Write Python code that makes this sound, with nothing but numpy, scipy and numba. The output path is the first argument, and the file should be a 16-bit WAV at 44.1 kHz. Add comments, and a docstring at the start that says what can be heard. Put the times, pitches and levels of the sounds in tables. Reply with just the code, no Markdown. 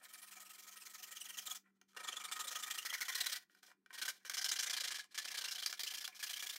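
"""A bare hacksaw blade saws very quickly through a cardboard tube held on a tiled floor.
In each stroke the teeth whine up and down with the blade's speed (cosines at the tooth rate), fibres tear
and snap (shaped noise), and the hollow tube rings (resonances driven by both). Scrapes and light taps go
through the same tube, and short pulses thud on the tiles. Around it are a small hard room, a faint hum
and low noise, heard by a phone microphone."""
import sys
import numpy as np
from scipy import signal
from scipy.fft import rfft, irfft
from scipy.io import wavfile
from scipy.ndimage import uniform_filter1d
from numba import njit

SR = 44100
rng = np.random.default_rng(int(sys.argv[2]) if len(sys.argv) > 2 else 0)


def volts_from_db(level):
    """Convert decibel levels to linear amplitude ratios."""
    exponent = np.asarray(level, float) / 20
    return 10 ** exponent


def to_wav(s):
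    """Save 16-bit WAV."""
    ch = np.atleast_2d(s).T  # columns
    pcm = np.round(np.clip(ch, -1, 1) * 32767)  # PCM
    wavfile.write(sys.argv[1], SR, pcm.astype(np.int16))


N = 290178  # length in samples
T = np.arange(N) / SR  # time in seconds

# The saw strokes. Each row: start in seconds, strength of the tearing in dB before mixing,
# top tooth rate in Hz, tooth whine over tearing in dB before mixing.
STROKES = [(0.027, -59, 2305, -2.5), (0.084, -59, 4345, -22), (0.127, -55, 2420, -5),
           (0.173, -58.5, 2350, -21), (0.216, -55.5, 2380, -22), (0.264, -58.5, 2686, -8),
           (0.309, -55.5, 2810, -11), (0.354, -57.5, 2330, -15), (0.397, -55.5, 2313, -16),
           (0.447, -58.5, 2920, -6), (0.492, -55.5, 2860, -6.5), (0.531, -58, 2382, -5),
           (0.58, -55, 2966, -11), (0.621, -58, 2397, -18), (0.666, -55.5, 2206, -8), (0.71, -58, 2990, -7),
           (0.758, -55.5, 2824, -10), (0.799, -58, 2873, -4), (0.852, -54, 2350, -2),
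           (0.89, -59, 2420, -13), (0.935, -55, 2444, -4), (0.978, -57.5, 3015, -9), (1.024, -51, 3060, -4),
           (1.063, -57, 2366, -8), (1.109, -51, 3150, -10), (1.15, -54, 3350, 1), (1.199, -54, 3150, 3.5),
           (1.238, -54, 3300, -2), (1.286, -51, 3300, -3), (1.324, -55.5, 3097, -2.5),
           (1.371, -47, 3317, -1.5), (1.412, -56.5, 3280, -7), (1.455, -48.5, 3680, 3),
           (1.496, -48, 3400, -1), (1.547, -49, 3600, -9.5), (1.965, -47.5, 2785, -7),
           (1.99, -52, 2340, -19), (2.03, -49, 3650, -5), (2.072, -45, 3523, -4),
           (2.114, -50.5, 3165, -0.5), (2.159, -48.5, 3545, 3), (2.194, -50.5, 2992, -6),
           (2.238, -45.5, 3617, -2.5), (2.274, -56.5, 2300, 5), (2.314, -42.5, 3626, -3),
           (2.353, -47.5, 2392, -11), (2.392, -42.5, 3826, -4.5), (2.436, -48, 3582, -1),
           (2.47, -43, 3870, -2), (2.508, -43.5, 3178, -28), (2.548, -44.5, 3445, 0),
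           (2.586, -46, 3208, -18), (2.625, -43, 3592, -4), (2.662, -46, 2443, -18),
           (2.701, -41.5, 3640, -5.5), (2.737, -46, 3728, -13), (2.776, -42, 2824, -2.5),
           (2.814, -50, 3173, -8), (2.85, -41, 2290, -9), (2.888, -49, 3258, -1), (2.927, -42, 2216, 1.5),
           (2.971, -50.5, 2186, -20.5), (3.006, -40.5, 2242, 0), (3.045, -49.5, 3578, -5),
           (3.082, -38, 2332, -26.5), (3.116, -45.5, 3580, -5), (3.147, -37, 4237, -4),
           (3.176, -40, 3525, -24), (3.203, -36.5, 4140, -1), (3.232, -45.5, 3517, -15),
           (3.259, -36, 4134, -3), (3.285, -43, 3500, -19), (3.317, -39.5, 4194, 0),
           (3.352, -42.5, 3306, -21), (3.929, -49, 4240, -24), (3.976, -45.5, 3210, -27),
           (4.015, -37.5, 4140, -5), (4.05, -40.5, 3900, -8), (4.079, -38, 3386, -19),
           (4.25, -51, 3104, -19), (4.295, -47, 2236, -15.5), (4.336, -40.5, 4330, -5),
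           (4.37, -40, 3064, -10), (4.412, -40.5, 3252, -7), (4.444, -39, 4223, -9), (4.485, -39, 3320, -9),
           (4.514, -39.5, 3867, -7.5), (4.557, -43.5, 3194, -3), (4.588, -38.5, 3150, -11),
           (4.626, -38, 3371, -15), (4.661, -39, 3754, -6), (4.697, -37, 3408, -20), (4.729, -40, 3498, -6),
           (4.766, -37.5, 3373, -25), (4.8, -38.5, 4030, -7), (4.836, -38, 3703, -11),
           (4.874, -39, 4243, -24), (4.906, -38, 3808, -14), (4.944, -40, 3135, -17),
           (4.985, -44.5, 1695, -9), (5.109, -61, 4127, -6.5), (5.145, -46, 3775, -25),
           (5.177, -38, 3400, -12), (5.216, -47.5, 4343, -21), (5.245, -43, 4240, -22),
           (5.275, -43, 2738, -6), (5.303, -45, 2223, -20), (5.342, -42, 2350, -3), (5.372, -39, 3574, -13),
           (5.409, -45, 3021, -6), (5.44, -42, 2918, -6), (5.476, -45, 2850, -3.5),
           (5.509, -43, 4097, -7.5), (5.548, -45.5, 3153, -0.5), (5.581, -46, 3333, -3),
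           (5.62, -46.5, 3314, 0.5), (5.659, -45.5, 4080, -7), (5.695, -46.5, 2822, -19),
           (5.726, -53.5, 4147, -17), (5.769, -58, 3972, -17), (5.794, -44.5, 2334, -30),
           (5.833, -45.5, 2373, -3.5), (5.863, -45, 3183, 2.5), (5.902, -46, 3228, -4),
           (5.936, -43.5, 3190, -2.5), (5.972, -45, 3072, -7), (6.005, -47.5, 3693, -3.5),
           (6.042, -47.5, 3370, 4.5), (6.076, -65.5, 3676, -3), (6.148, -54.5, 3800, -13),
           (6.192, -48, 2547, -7), (6.227, -41.5, 3196, -9.5), (6.262, -46, 2881, -4),
           (6.293, -42, 2972, -23), (6.33, -46, 3240, -1), (6.359, -46, 3217, -6), (6.393, -45.5, 3336, -1),
           (6.424, -43.5, 2446, -31.5), (6.461, -45, 3388, -4), (6.491, -44.5, 3562, 2.5),
           (6.524, -48, 3600, -5.5), (6.558, -45.5, 2364, -0.5)]
# How the hand works. Each row: time in seconds, time to turn round in ms, jolt at the stroke's start (0-1),
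# roundness of the stroke's swell (a power), how strongly the wall rings under the other hand's grip in dB.
HAND = [(0, 3, 0.16, 1.15, 5), (1.6, 2.6, 0.17, 1.35, 3), (2.5, 3.5, 0.3, 1.7, 0), (3.0, 3, .3, 1.5, -2),
        (3.4, 2, 0.18, 1.36, -2), (4.0, 5, .25, 1.2, -2), (4.35, 10, 0.12, .65, -3),
        (4.7, 11, .15, .65, -4), (5, 7, 0.35, 1, -4), (5.4, 5.5, 0.35, 1.2, 0), (5.8, 5, 0.35, 0.95, -1),
        (6.58, 4.5, 0.42, 1.1, -1)]
# When the teeth sing. Each row: time in seconds, share of the stroke done when the whine is loudest (0-1).
WHINE_PEAK = [(0, .5), (1.4, .48), (1.55, .38), (2.5, .39), (3.3, .42), (4.5, .4), (5.6, .38), (6.58, .4)]
# The tube as the cut deepens. Each row: time in seconds, lower tube mode in Hz, its width in Hz,
# upper tube mode in Hz, upper mode's level in dB, tube over tearing in dB before mixing.
KERF = [(0, 1275, 55, 1870, 1, -3), (1.5, 1267, 55, 1920, 0.5, -1.5), (1.63, 1378, 80, 1968, 6, -4),
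        (1.88, 1350, 80, 1952, -9, 19), (2.0, 1244, 60, 1867, -9, 6.5), (2.8, 1256, 70, 1897, 1.5, -1),
        (3.0, 1444, 100, 1975, 4, -1.5), (3.4, 1457, 100, 1927, 6, -2), (4.0, 1521, 100, 1876, -6.5, 2),
        (4.5, 1582, 100, 2090, -8, 1), (5.0, 1690, 60, 2099, -6, -2), (5.25, 1720, 60, 2099, -12, -3),
        (5.45, 1550, 120, 2095, -12, -3), (5.75, 1696, 45, 2369, -12, -4), (6.58, 1685, 45, 2369, -3, -7)]


def strokes():
    """Each stroke's speed follows a leaning half sine; harder strokes are shorter and start with more jolt."""
    longest_ms, last_ms, quicker_ms_per_db = 50, 34, 0.26
    bite_per_db = 1.2  # growth of the starting jolt, in dB per dB of hardness
    tube_per_db = -0.32  # harder strokes ring the tube more too, but by less than the tearing grows
    chirp_db = -16  # the first slow teeth of a stroke chirp upward
    song_width = 0.155  # half the length of the whine, as a share of the stroke

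    rate, tear, whine, hollow = np.zeros((4, N))
    begin, level = np.transpose(STROKES)[:2]
    harder_db = level - uniform_filter1d(level, size=3)  # compared with the neighbours
    gap_ms = 1000 * np.diff(begin, append=N / SR)
    turn_ms, jolts, roundness = (column[(begin * SR).astype(int)] for column in follow(HAND)[:3])
    # a stroke fills the time to the next one less the hand's turn; before a pause it has a set length
    filling_ms = gap_ms - turn_ms - quicker_ms_per_db * harder_db
    length_ms = np.where(gap_ms > 65, last_ms, np.minimum(filling_ms, longest_ms))

    rows = zip(STROKES, harder_db, length_ms, jolts, roundness)
    for (s, db, top_hz, whine_db), harder, ms, jolt, power in rows:
        start = int(s * SR)
        done = np.arange(0, 1, 1000 / (ms * SR))[:N - start]  # share of the stroke done
        at = slice(start, start + len(done))
        swell = np.sin(np.pi * (0.04 + 0.96 * done) ** 0.82) ** power
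        bite = jolt * volts_from_db(bite_per_db * harder) * np.exp(-done / 0.27)
        push = volts_from_db(db) * (swell + bite)
        lean = np.interp(s, [1.5, 5.5], [0.74, 0.84])  # early, shallow cuts reach top speed a little sooner
        rate[at] = top_hz * np.sin(np.pi * (0.04 + 0.96 * done) ** lean) ** 0.85
        tear[at] += push
        loudest = np.interp(s, *np.transpose(WHINE_PEAK))
        song = volts_from_db(db + whine_db) * np.exp(-((done - loudest) / song_width) ** 2)
        chirp = volts_from_db(db + chirp_db + 0.44 * harder) * np.exp(-done / 0.24)
        whine[at] += song + chirp
        hollow[at] += volts_from_db(tube_per_db * harder) * push

    # the blade still rubs while the hand turns round
    tear = tear + volts_from_db(-17) * uniform_filter1d(tear, size=SR // 24)
    return rate, tear, whine, hollow * volts_from_db(follow(KERF)[4])


# The whine's second harmonic. 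Each row: time in seconds, level against the first harmonic in dB.
OVERTONE = [(0, -3), (1.5, -2), (2.5, -6), (6.58, -9)]


def saw():
    """Teeth strike at an uneven tooth rate; the tearing pulses slightly with each tooth and drives the tube."""
    rate, tear, whine, hollow = strokes()
    wobble = smooth_noise(40)
    phase = 2 * np.pi * np.cumsum(rate * (1 + 0.048 * wobble)) / SR
    second = volts_from_db(follow(OVERTONE)[0]) * np.cos(2 * phase)
    third = volts_from_db(-13) * np.cos(3 * phase)
    teeth = np.cos(phase) + second + third

    # the blade catches and slips
    catching = volts_from_db(2.0 * smooth_noise(110))
    snagging = volts_from_db(3.1 * smooth_noise(110))

    puffs = 1 + 0.094 * np.cos(phase)
    rasp = tearing(tear * fibres(0.02, 3.1) * puffs * catching)
    strikes = fibres(0.011, 16.4) + 0.5 * teeth
    body = tube(hollow * strikes * snagging, wall_db=follow(HAND)[3])
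    no_bass = signal.butter(3, 350, "high", fs=SR, output="sos")
    song = signal.sosfilt(no_bass, whine * teeth * snagging)
    return volts_from_db(-5.0) * rasp + volts_from_db(-13.5) * body + volts_from_db(3.5) * song


def fibres(share, most_db):
    """Noise in which a few fibres snap louder than the rest."""
    snaps = (rng.random(N) < share) * volts_from_db(most_db * rng.random(N))
    return unit(rng.standard_normal(N) * (1 + snaps))


# Tone of the broad tearing noise. Each row: frequency in Hz, relative level in dB.
TEAR_TONE = [(600, -40), (1200, -7), (2000, -2.5), (2400, 1.5), (2650, -10), (2950, 0), (3500, -1.5),
             (6000, -2), (8000, -5.5), (10500, -8.5), (13500, -6.5), (15500, -10.5)]
# The rasp changes as the blade sinks in. Each row: time in seconds, centre of the hump in Hz,
# hump level in dB before mixing, level of the fizz (the highest treble) in dB.
RASP = [(0, 8800, 10.5, 6.5), (1.5, 6640, 13, 7.5), (2.0, 8000, 2, -6.5), (2.4, 7490, 12, -0.5),
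        (2.9, 6746, 1.5, 2.5), (3.4, 4505, 7.5, 0), (4.0, 4920, -8, -3.5), (4.5, 5500, 15, -4),
        (5.0, 4890, 0, -13), (5.6, 4600, 12, -1.5), (6.58, 5140, 2.5, 2.5)]
# Blade modes rung by the tearing. Each row: frequency in Hz, width in Hz of each filter pass,
# level in dB before mixing.
BLADE = [(3400, 1600, -15.5), (4140, 170, -13), (5510, 540, -17.5), (7150, 80, -24.5), (9040, 3400, -16),
         (13500, 1500, -20.5)]


def tearing(noise):
    """Torn fibres give a broad rasp with a moving hump, and shake the blade into its own ring."""
    centre_hz, hump_db, fizz_db = follow(RASP)
    broad = colour(noise, TEAR_TONE)
    dull = signal.sosfiltfilt(signal.butter(2, 11000, fs=SR, output="sos"), broad)
    fizz = broad - dull
    # the hump keeps shifting a little in pitch and level
    moving_hz = centre_hz * (1 + 0.12 * wander(25))
    hump = ring(noise, [(moving_hz, 1300, hump_db + 2 * wander(25))])
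    blade = 0
    for mode in BLADE:
        once = ring(noise, [mode])
        blade = blade + svf(once, mode[0] + 0 * T, mode[1] + 0 * T)  # filtered twice: narrow feet
    return dull + volts_from_db(fizz_db) * fizz + volts_from_db(-14.0) * hump + volts_from_db(-6.0) * blade


# Wall modes, which do not follow the cut. Each row: middle frequency in Hz, width in Hz,
# relative level in dB before it wavers.
WALL = [(281.6, 51, -24), (386.4, 20, -24), (554, 93, -19), (737, 25, -13), (1030, 80, -10.5),
        (2333, 150, -6.5)]


def tube(drive, wall_db):
    """The hollow tube: two modes that mostly rise as the cut opens and waver as the wall flexes, plus the wall."""
    low_hz, low_width, high_hz, high_db = follow(KERF)[:4]
    low_flex, high_flex = [1 + 0.007 * wander(28) for _ in range(2)]
    low = (low_hz * low_flex, low_width, 2 * wander(20))
    high = (high_hz * high_flex, 85, high_db + 2 * wander(12))
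    air = ring(drive, [low, high])
    wavering = [(hz * (1 + 0.007 * wander(19)), width, db + 3.23 * wander(25)) for hz, width, db in WALL]
    wall = volts_from_db(wall_db) * ring(drive, wavering)
    no_bass = signal.butter(2, 200, "high", fs=SR, output="sos")
    return signal.sosfilt(no_bass, air + wall)  # too small to radiate bass


# Tube and blade dragged about. Each row: start in seconds, length in seconds,
# strength in dB before mixing, hiss over that strength in dB before mixing, rise before the start in dB per ms.
SCUFFS = [(0, 0.064, -65.5, -10, .4), (1.655, 0.026, -73, -18, 1), (1.698, 0.006, -76, -14, .6),
          (1.762, 0.011, -82.5, -7, .6), (1.886, 0.036, -77, 3.5, 3), (1.947, 0.02, -64, -9, 1.5),
          (3.392, 0.041, -65, -3.5, .4), (3.505, 0.03, -73, -2.5, 1), (3.548, .012, -71, 0, 3),
          (3.572, 0.024, -73, -1, 1.5), (3.628, 0.04, -69, 0, 4), (3.679, 0.027, -67, 0.5, .5),
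          (3.718, 0.014, -74, -9.5, .5), (3.905, .03, -71.5, -2, 1), (4.133, 0.045, -66, 4, .4),
          (4.209, .05, -73.5, -4, .4), (5.028, 0.027, -70, 4, .4), (5.114, 0.011, -76, -1, .4),
          (6.088, 0.065, -60, -9, .4)]
# The blade taps the tube or its teeth catch hard. Each row: time in seconds, strength in dB before mixing,
# hiss over that strength in dB before mixing.
TAPS = [(1.814, -48, -16), (1.932, -54, -8), (1.948, -56, -10), (3.329, -28, -6), (3.497, -55, -22),
        (3.549, -54, -9), (3.63, -44, -17), (3.638, -50, -16), (3.715, -45, -13.5), (3.861, -47.5, -9.5),
        (3.906, -43, -12), (3.929, -46, -11), (4.081, -39, 3), (4.2495, -37, -12), (4.297, -28, -5),
        (4.37, -29.5, -6), (4.444, -30, -3), (4.515, -29.5, -5), (4.518, -31, -5), (4.558, -35.5, -12),
        (4.591, -35, -1), (4.733, -36, -1), (5.042, -46.5, -3), (5.256, -33, -3), (5.444, -37, 4),
        (5.625, -32, -2), (5.661, -31, 0), (5.727, -29.5, -7.5), (5.736, -34, -13), (5.795, -37, -0.5),
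        (5.834, -32, -1), (6.045, -36, 3), (6.077, -30, -7), (6.229, -36, 0), (6.24, -37, 0),
        (6.425, -33, -1.5)]
# The moments in each tap at which it touches, in samples after the tap's time.
BOUNCE = (0, 30, 62)
# The gripped wall's short knock under a tap. Each row: frequency in Hz, width in Hz, relative level in dB.
KNOCK = [(850, 200, -12), (1500, 350, 0), (1850, 260, -1), (3080, 610, -4.5), (3970, 1100, -13)]
# The tube knocks against the tiles. Each row: time in seconds, peak in dB before the room adds its tail.
THUDS = [(3.012, -82), (3.158, -76), (3.21, -50), (3.272, -62), (3.334, -74.5), (4.023, -78), (4.089, -76),
         (4.299, -61), (4.456, -68), (4.835, -71)]


def handling():
    """Dragging and tapping send noise through the tube and the rasp; knocks ring the wall, pulses thud on tiles."""
    scrape, hiss, thuds, knocks = np.zeros((4, N))
    for s, length, db, hiss_db, rise in SCUFFS:
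        before_ms = 1000 * np.maximum(s - T, 0)
        after_ms = 1000 * np.maximum(T - s - length, 0)
        drag = volts_from_db(db - rise * before_ms - 1.3 * after_ms)  # fades by 1.3 dB per ms
        scrape += drag
        hiss += volts_from_db(hiss_db) * drag
    for s, db, hiss_db in TAPS:
        contact = (T >= s) * volts_from_db(db - 60 * np.maximum(T - s, 0) / 0.02)  # down 60 dB in 20 ms
        scrape += volts_from_db(-9.5) * contact
        knocks[int(s * SR) + np.array(BOUNCE)] += volts_from_db(db + 0.5) * rng.uniform(0.4, 1, size=3)
        hiss += volts_from_db(hiss_db) * contact
    for s, db in THUDS:
        pulse = np.exp(-((T - s) / 0.00035) ** 2)
        thuds += volts_from_db(db) * np.cos(2 * np.pi * 90 * (T - s)) * pulse
    rough = fibres(0.0035, 11.0) * volts_from_db(3.6 * wander(90))
    body = tube(volts_from_db(-10.0) * scrape * rough, wall_db=1.5)
    grit = fibres(0.082, 10.6) * volts_from_db(3.23 * wander(120))
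    rasp = tearing(volts_from_db(-4.5) * hiss * grit)
    return body + rasp + thuds + ring(knocks, KNOCK)


def room(x):
    """Tiles and walls: a short dense tail of noise, duller as it dies."""
    t60_s, tail_db = 0.125, -8.5  # time for the bright part to drop 60 dB; tail against the direct sound
    t = T[:SR // 2]
    bright, dull = rng.standard_normal((2, len(t)))
    dull = 0.57 * uniform_filter1d(dull, size=5) * volts_from_db(16 * t)  # dies 16 dB per second more slowly
    tail = (bright + dull) * volts_from_db(-60 * t / t60_s)
    faded_in = tail * np.minimum(t / 0.00051, 1) / np.linalg.norm(tail)
    return x + volts_from_db(tail_db) * signal.fftconvolve(x, faded_in)[:N]


# The hum's swelling and sinking. Each row: time in seconds, average (rms) level in dB before it wavers.
HUM = [(0, -92), (.4, -85), (1.2, -88), (1.7, -82), (2.2, -84), (2.9, -87.5), (3.3, -97), (3.6, -92),
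       (4.2, -87.5), (5, -90), (6.58, -90)]
# Tone of the low room noise. Each row: frequency in Hz, relative level in dB.
FLOOR = [(30, -28.5), (100, -19), (150, -12), (210, -7), (290, -1), (400, -5), (530, -27), (1300, -20),
         (3000, -28.5), (15000, -37)]


def background():
    """A faint hum, one sine that swells, sinks and wavers, over low coloured noise."""
    hum_hz, floor_db = 194.6, -87
    level_db = np.interp(T, *np.transpose(HUM)) + 1.6 * wander(9.7)
    hum = np.sqrt(2) * volts_from_db(level_db) * np.sin(2 * np.pi * hum_hz * T)
    return hum + volts_from_db(floor_db) * unit(colour(rng.standard_normal(N), FLOOR))


def unit(x):
    """Scale a signal to an rms of 1."""
    return x / np.sqrt(np.mean(x ** 2))


def smooth_noise(size):
    """Noise averaged over size samples, so that it changes more slowly; spread 1."""
    return unit(uniform_filter1d(rng.standard_normal(N), size=size))


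def wander(rate):
    """Slow chance, about rate changes a second, spread 1."""
    hold = int(SR / rate)
    steps = np.repeat(rng.standard_normal(N // hold + 1), hold)
    return unit(uniform_filter1d(steps, hold // 2)[:N])


def follow(table):
    """The columns of a table after its time column, filled in sample by sample."""
    seconds, *columns = np.transpose(table)
    return [np.interp(T, seconds, column) for column in columns]


def colour(x, points):
    """Shape a signal by (Hz, dB) points; white noise keeps its power."""
    hz, db = np.transpose(points)
    f = np.maximum(np.fft.rfftfreq(len(x), 1 / SR), 1)
    gain = unit(volts_from_db(np.interp(np.log(f), np.log(hz), db)))
    return irfft(rfft(x) * gain, len(x))


@njit
def svf(x, hz, width):
    """A resonance: band-pass filter with a moving centre, gain 1 at the centre."""
    y, band, low = np.empty(len(x)), 0., 0.
    for i in range(len(x)):
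        g = np.tan(np.pi * hz[i] / SR)
        k = width[i] / hz[i]
        v = (band + g * (x[i] - low)) / (1 + g * (g + k))
        band = 2 * v - band
        low = low + 2 * g * v
        y[i] = k * v
    return y


def ring(x, modes):
    """Sum of (Hz, width in Hz, dB) resonances, scaled so that width does not change the noise power passed."""
    total = 0
    for k, (hz, width, db) in enumerate(modes):
        sign = (-1) ** k  # neighbours in opposite phase
        even_power = np.sqrt(SR / np.pi / width)
        total = total + sign * volts_from_db(db) * svf(x, hz + 0 * T, width + 0 * T) * even_power
    return total


def scene():
    """Sawing and handling sound in the room; the background is added without its tail."""
    mono = room(saw() + handling()) + background()
    return mono[None]


def low_pass(x):
    """Removes everything above the highest recorded frequency."""
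    return signal.sosfilt(signal.butter(12, 16530, fs=SR, output="sos"), x)


def record(dry):
    """The phone cuts the top sharply, just below 16 kHz."""
    steep = signal.ellip(12, 0.3, 45, 15760, fs=SR, output="sos")
    heard = signal.sosfilt(steep, dry)
    return low_pass(heard)


dry = scene()
out = record(dry)
to_wav(out)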